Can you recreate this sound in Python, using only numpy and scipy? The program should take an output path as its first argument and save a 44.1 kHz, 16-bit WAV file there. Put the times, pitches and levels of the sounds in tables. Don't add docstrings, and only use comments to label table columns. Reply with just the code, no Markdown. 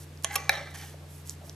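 import sys
import numpy as np
from scipy import signal
from scipy.fft import rfft, irfft
from scipy.io import wavfile
from scipy.ndimage import uniform_filter1d

SR = 44100
rng = np.random.default_rng(int(sys.argv[2]) if len(sys.argv) > 2 else 0)


def volts_from_decibels(level):
    exponent = np.asarray(level, float) / 20
    return 10 ** exponent


def transcribe(u):
    v = np.clip(np.atleast_2d(u).T, -1, 1)
    q = np.round(v * 32767).astype(np.int16)
    wavfile.write(sys.argv[1], SR, q)


N = 68355

# frequency in Hz, density in dB per Hz.
AIR_SPECTRUM = [(12, -56), (20, -25), (87, -10), (164, -8.5), (215, -11.5), (282, -10), (1410, -22),
                (1570, -20.5), (13600, -32.5)]
# frequency in Hz, likeness from 0 to 1.
AIR_LIKENESS = [(60, 1.0), (240, 0.9), (950, 0.51), (3770, 0.38), (15000, 0.64)]
AIR_DB = -53

# frequencies in Hz, then levels in dB.
HUM_HZ = (85.3, 146.6, 170.8, 256, 292, 341, 439)
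HUM_DB = (-48.5, -51, -62.5, -70, -71.5, -67, -67)
HUM_WAVER_DB = 1.02

ROOM_T60_S, ROOM_DB, ROOM_DULL_HZ = 0.2, -13, 6500

# time in seconds, level in dB.
SQUELCH_LEVEL = [(.93, -76), (0.943, -50), (.96, -70), (1.04, -53), (1.07, -78), (1.39, -81), (1.402, -55),
                 (1.49, -53), (1.518, -66)]
SQUELCH_HZ, SQUELCH_WIDTH_HZ, BUBBLES_PER_S = 606, 240, 340

# start in
# seconds, peak in dB, pitch in Hz, left-right in dB.
TICKS = [(.175, -45.5, 5200, -3), (.2255, -33, 9500, -7), (0.3428, -29, 8000, 0),
         (0.5186, -29.5, 10100, -1), (0.9408, -42, 546, 1), (.704, -42, 5400, -4), (0.7581, -39, 1800, -6),
         (0.788, -42, 5100, -6), (.823, -41, 1600, -3), (.824, -43, 3000, -3), (.84, -45, 800, 0),
         (1.4, -53, 630, -2), (1.2735, -37, 12500, -10), (1.2743, -37, 7600, -4), (1.2956, -24.5, 6900, -5),
         (1.339, -45, 7000, -4), (1.351, -48, 8500, -4), (1.4788, -39, 10600, -4), (1.496, -30, 5720, -3),
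         (1.529, -44, 9500, -3)]
TICK_CYCLES, TICK_SNAP_DB = 2.8, -7

# start in seconds, length in seconds, level in dB, lowest Hz, left-right in dB.
SLIDES = [
    (0, 0.072, -52, 3000, -4),
    (0.487, 0.15, -54, 8000, -3),
    (0.704, 0.022, -55, 4500, -7),
    (0.74, 0.038, -48, 3500, -7.5),
    (0.767, 0.22, -50.5, 3000, -5),
]
SWELLS = [
    (0.232, 0.02, -44, 3500, -8),
    (0.31, 0.072, -47.5, 5160, -7),
    (1.07, 0.19, -54, 7000, -6.5),
    (1.244, 0.12, -49.5, 2720, -4),
    (1.429, 0.11, -58.5, 4020, -8),
]
SLIDE_RISE, SLIDE_FALL = 0.031, 0.75
SWELL_RISE, SWELL_FALL = 0.26, 0.53
SLIDE_SAG_DB = 0.5

# frequency in Hz, width in Hz, level in dB.
BOWL_BODY = [(4400, 110, -16.5), (5200, 18, -1), (5700, 420, -2), (6170, 50, 7), (7900, 630, -5),
             (10030, 200, 5), (10970, 33, 7.5), (13100, 100, 4)]
BOWL_WASH_DB = 9

# time in seconds, level in dB.
UP_PRESS = [(.232, -77), (0.249, -49.5), (.295, -44), (.315, -38.5), (.327, -44), (0.333, -36),
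            (.355, -38.5), (.37, -59)]
RIM_PRESS = [(.352, -63), (0.363, -40), (.40, -42), (.44, -44.5), (0.489, -49.5)]
WALL_PRESS = [(0.493, -37), (.515, -41.5), (.53, -33), (.58, -37.5), (.63, -42), (.70, -48.5),
              (0.74, -52.5), (.76, -76)]
LOW_PRESS = [(.739, -64), (0.747, -41), (.77, -50), (.80, -49.5), (.825, -44), (.85, -51.5), (.89, -53.5),
             (.95, -61.5)]
# frequency in Hz, width in Hz, level in dB.
UP_BODY = [(818, 37, 2), (1100, 56, -3.5), (1582, 84, -0.5), (1800, 74, -2), (2030, 50, 2.5),
           (2330, 74, -7), (2620, 110, -15), (3410, 140, -21), (4000, 130, -16), (5700, 300, -31),
           (6470, 400, -17)]
RIM_BODY = [(440, 125, -5), (790, 67, 1), (1146.5, 21.5, 3.5), (1990, 74, -0.5), (2350, 39, -4.5),
            (3000, 200, -14), (4346, 25, -9.5), (5700, 140, -13), (6280, 200, -12), (6780, 160, -14.5)]
WALL_BODY = [(557, 65, -2.5), (670, 22, 1.5), (775, 60, -6), (1350, 57, -4), (1553, 45, -6),
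             (1737, 95, 1.5), (2034, 66, -0.5), (2336, 61, -3), (3020, 59, -23.5), (3846, 280, -8.5),
             (4290, 130, -14), (4780, 100, -18.5), (5610, 110, -14), (6180, 120, -14)]
LOW_BODY = [(805, 63, -2.5), (1600, 120, -1.5), (1817, 87, 1), (2340, 93, -1), (3040, 170, -8),
            (3670, 110, -6), (4190, 45, -8.5), (5240, 81, -13.5), (5670, 140, -14), (6430, 110, -3.5)]
UP_WASH_DB, RIM_WASH_DB, WALL_WASH_DB, LOW_WASH_DB = -6.5, -3.5, -5.5, -0.5
SLIPS_PER_S, SLIP_SPREAD_DB = 3000, 2
SHIFT_DB, CLUMP_DB = 2, 1
GLASS_TOP_HZ, GLASS_LR_DB = 7000, -1.5

# start in seconds, peak in dB, chatter length in seconds, crack in dB,
# left-right in dB.
CLINKS = [
    (0.2452, -20, 0.0011, -11, -5),
    (0.3551, -16, 0.00604, -15, -3),
    (0.4936, -6.5, 0.001504, -19, -1.5),
]
# frequency in Hz, level in dB, T60 in s.
MODES_A = [(670, -4.5, 0.083), (1110, 1.5, 0.038), (1786, 2.5, 0.065), (2060, 4.5, 0.045), (2350, 1, 0.04),
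           (2615, 14, 0.0097), (3230, 0.5, 0.035), (4110, -8, 0.02), (5560, -3, 0.016), (6150, 10, 0.01),
           (7960, -7, 0.017), (9200, 0, 0.012), (9830, 0, 0.0091), (10700, 7, .012)]
MODES_B = [(473, -13, 0.058), (814, 4, 0.029), (1128, 0.5, 0.05), (1590, -1.5, 0.025), (1891, -0.5, 0.044),
           (2394, -2.5, 0.023), (2670, 2, 0.027), (3004, -1, 0.026), (4280, -1.5, 0.028), (5600, 1, 0.028),
           (6650, 1, 0.017), (9090, -1, .012), (11270, 7.5, 0.0083), (13850, -8, 0.011)]
MODES_C = [(557, -8, 0.13), (769, -3.5, 0.045), (1386, -14, 0.077), (1550, -17.5, 0.049), (1780, 5, 0.025),
           (2070, -0.5, 0.019), (2314, 1.5, 0.044), (2450, -18, 0.04), (3540, -3, 0.012), (3830, 0, 0.017),
           (4400, -21.5, 0.053), (5600, -21, 0.05), (8000, -28, 0.02), (11300, -13, 0.011)]
# frequency in Hz, density in dB per Hz.
CRACK_A = [(500, -35), (1500, -9), (2800, 7), (4500, -9), (7500, -19), (11000, -8), (13000, -25),
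           (15400, -40)]
CRACK_B = [(250, -34), (700, 10), (1400, -7), (2800, 1), (5000, -21), (8000, -17), (11500, -6),
           (15400, -28)]
CRACK_C = [(400, -23), (900, 8), (2000, 5), (3900, -5.5), (5000, -36), (8000, -13), (12000, -19),
           (15400, -45)]
RISE_S, CRACK_T60_S = 0.00064, 0.028

WIDE_DB, NARROW_HZ = -4.5, 670
SHELF_HZ, EDGE_HZ, SHELF_DB, GATE_DB = 13650, 16450, -10, -36


def evened(x):
    return x / np.sqrt(np.mean(x ** 2) + 1e-20)


def drift(size):
    return evened(uniform_filter1d(uniform_filter1d(rng.standard_normal(N), size), size))


def envelope(points):
    s, db = np.transpose(points)
    return volts_from_decibels(np.interp(np.arange(N) / SR, s, db, left=-120, right=-120))


def read(points, hz):
    f, value = np.transpose(points)
    return np.interp(np.log(hz + 1), np.log(f + 1), value)


def colour(x, points):
    n = x.shape[-1]
    gain = volts_from_decibels(read(points, np.fft.rfftfreq(n, 1 / SR)))
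    return irfft(rfft(x) * gain, n)


def high(x, hz):
    return signal.sosfilt(signal.butter(2, hz, "high", fs=SR, output="sos"), x)


def resonate(x, hz, width_hz):
    pole = np.exp((2j * np.pi * hz - np.pi * abs(width_hz)) / SR)
    return 2 * signal.lfilter([1 - abs(pole)], [1, -pole], x).real


def pan(x, lr_db):
    return np.array([x * volts_from_decibels(lr_db / 2), x * volts_from_decibels(-lr_db / 2)])


def add(mix, s, sound):
    part = mix[:, round(s * SR):][:, :sound.shape[1]]
    part += sound[:, :part.shape[1]]


def air():
    a, b = rfft(rng.standard_normal((2, N)))
    same = np.clip(read(AIR_LIKENESS, np.fft.rfftfreq(N, 1 / SR)), 0, 1)
    right = same * a + np.sqrt(1 - same ** 2) * b
    pair = irfft(np.array([a, right]), N)
    return volts_from_decibels(AIR_DB) * evened(colour(pair, AIR_SPECTRUM))


def hum():
    t = np.arange(N) / SR
    total = np.zeros(N)
    for hz, db in zip(HUM_HZ, HUM_DB):
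        level = np.sqrt(2) * volts_from_decibels(db + HUM_WAVER_DB * drift(1500))
        total += level * np.sin(2 * np.pi * (hz * t + rng.random()))
    return total


def room(x):
    t = np.arange(SR // 3) / SR
    shape = (2, len(t))
    taps = rng.choice([-1., 1.], shape) * (rng.random(shape) < 2000 / SR) * (t > 0.001)
    tail = taps * volts_from_decibels(-60 * t / ROOM_T60_S) * (1 + 2.3 * np.exp(-t / 0.0019))
    tail = signal.lfilter(*signal.butter(1, ROOM_DULL_HZ, fs=SR), tail)
    tail = tail / np.linalg.norm(tail[0])
    return signal.fftconvolve(x.mean(0)[None], tail, axes=1)[:, :N]


def slips(per_s, spread_db):
    size = volts_from_decibels(spread_db * np.minimum(rng.exponential(1, N), 4)) * rng.choice([-1., 1.], N)
    return evened(size * (rng.random(N) < per_s / SR))


def squelch():
    pops = resonate(slips(BUBBLES_PER_S, 1.0), SQUELCH_HZ, SQUELCH_WIDTH_HZ)
    pops = resonate(pops, SQUELCH_HZ, 470)
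    return envelope(SQUELCH_LEVEL) * evened(pops)


def tick(s, peak_db, hz, lr_db):
    u = np.arange(1200) / SR * hz / TICK_CYCLES
    snap = rng.standard_normal(1200)
    for _ in range(2):
        snap = resonate(snap, hz, 0.59 * hz)
    wave = np.sin(2 * np.pi * TICK_CYCLES * u) + volts_from_decibels(TICK_SNAP_DB) * evened(snap)
    return s, pan(volts_from_decibels(peak_db) * 9.3 * u * np.exp(-3.0 * u) * wave, lr_db)


def rub(body, wash_db):
    drive = slips(SLIPS_PER_S, SLIP_SPREAD_DB) * volts_from_decibels(CLUMP_DB * drift(250))
    sharp, broad = np.zeros(N), np.zeros(N)
    for k, (hz, width_hz, db) in enumerate(body):
        level = volts_from_decibels(db + SHIFT_DB * drift(800))
        sharp += (-1) ** k * level * resonate(drive, hz, width_hz)
        broad += volts_from_decibels(db) * resonate(drive, hz, 32.0 * width_hz)
    return evened(high(evened(sharp) + volts_from_decibels(wash_db) * evened(broad), 470))


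def slide(hiss, s, length_s, db, low_hz, lr_db, rise, fall):
    u = np.arange(round(length_s * SR)) / SR / length_s
    edge = np.minimum(np.minimum(u / rise, (1 - u) / fall), 1)
    shape = np.sin(edge * np.pi / 2) ** 2 * volts_from_decibels(db + SLIDE_SAG_DB * u)
    stretch = hiss[round(s * SR):][:len(u)]
    return s, pan(shape * high(stretch, low_hz), lr_db)


def scrape():
    t = np.arange(N) / SR
    strokes = ((0, UP_PRESS, UP_BODY, UP_WASH_DB),
               (CLINKS[1][0], RIM_PRESS, RIM_BODY, RIM_WASH_DB),
               (CLINKS[2][0], WALL_PRESS, WALL_BODY, WALL_WASH_DB),
               (0, LOW_PRESS, LOW_BODY, LOW_WASH_DB))
    sound = np.zeros(N)
    for start_s, press, body, wash_db in strokes:
        sound += envelope(press) * (t > start_s) * rub(body, wash_db)
    return pan(signal.lfilter(*signal.butter(2, GLASS_TOP_HZ, fs=SR), sound), GLASS_LR_DB)


def clink(s, peak_db, chatter_s, crack_db, lr_db, modes, crack_spectrum):
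    t = np.arange(SR // 4) / SR
    noise = rng.standard_normal((2, len(t)))
    rise = np.minimum(t / RISE_S, 1)
    after_s = np.maximum(t - chatter_s, 0)
    touch = rise * volts_from_decibels(-60 * after_s / 0.0013)
    ring = np.zeros(len(t))
    for hz, db, t60_s in modes:
        mode = resonate(touch * noise[0], hz, 2.53 / t60_s)
        ring += volts_from_decibels(db) * mode / abs(mode).max()
    ring = high(high(ring, 290), 290)
    crack = evened(colour(noise[1], crack_spectrum)) * rise * volts_from_decibels(-60 * after_s / CRACK_T60_S)
    return s, pan(volts_from_decibels(peak_db) * (0.27 * ring + volts_from_decibels(crack_db) * crack), lr_db)


def ports(x):
    mid, side = x.mean(0), (x[0] - x[1]) / 2
    side = signal.lfilter(*signal.butter(1, NARROW_HZ, "high", fs=SR), side)
    side = side + volts_from_decibels(WIDE_DB) * np.gradient(mid)
    return np.array([mid + side, mid - side])


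def scene():
    near = scrape() + squelch()
    hiss = rub(BOWL_BODY, BOWL_WASH_DB)
    for row in TICKS:
        add(near, *tick(*row))
    for row in SLIDES:
        add(near, *slide(hiss, *row, SLIDE_RISE, SLIDE_FALL))
    for row in SWELLS:
        add(near, *slide(hiss, *row, SWELL_RISE, SWELL_FALL))
    spots = zip(CLINKS, (MODES_A, MODES_B, MODES_C), (CRACK_A, CRACK_B, CRACK_C))
    for row, modes, crack_spectrum in spots:
        add(near, *clink(*row, modes, crack_spectrum))
    return ports(near + volts_from_decibels(ROOM_DB) * room(near)) + hum() + air()


def band_limit(x):
    return signal.sosfilt(signal.butter(12, 16450, fs=SR, output="sos"), x)


def record(dry):
    low = signal.firwin(601, SHELF_HZ, window=("kaiser", 9), fs=SR)
    wide = signal.firwin(601, EDGE_HZ, window=("kaiser", 9), fs=SR)
    body = signal.oaconvolve(dry, low[None], "same")
    top = signal.oaconvolve(dry, (wide - low)[None], "same")
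    power = abs(uniform_filter1d((top ** 2).mean(0), 600))
    gate = power ** 2 / (power ** 2 + volts_from_decibels(GATE_DB) ** 4)
    top = signal.lfilter(*signal.butter(6, SHELF_HZ, fs=SR), top)
    return band_limit(body + volts_from_decibels(SHELF_DB) * gate * top)


dry = scene()
out = record(dry)
transcribe(out)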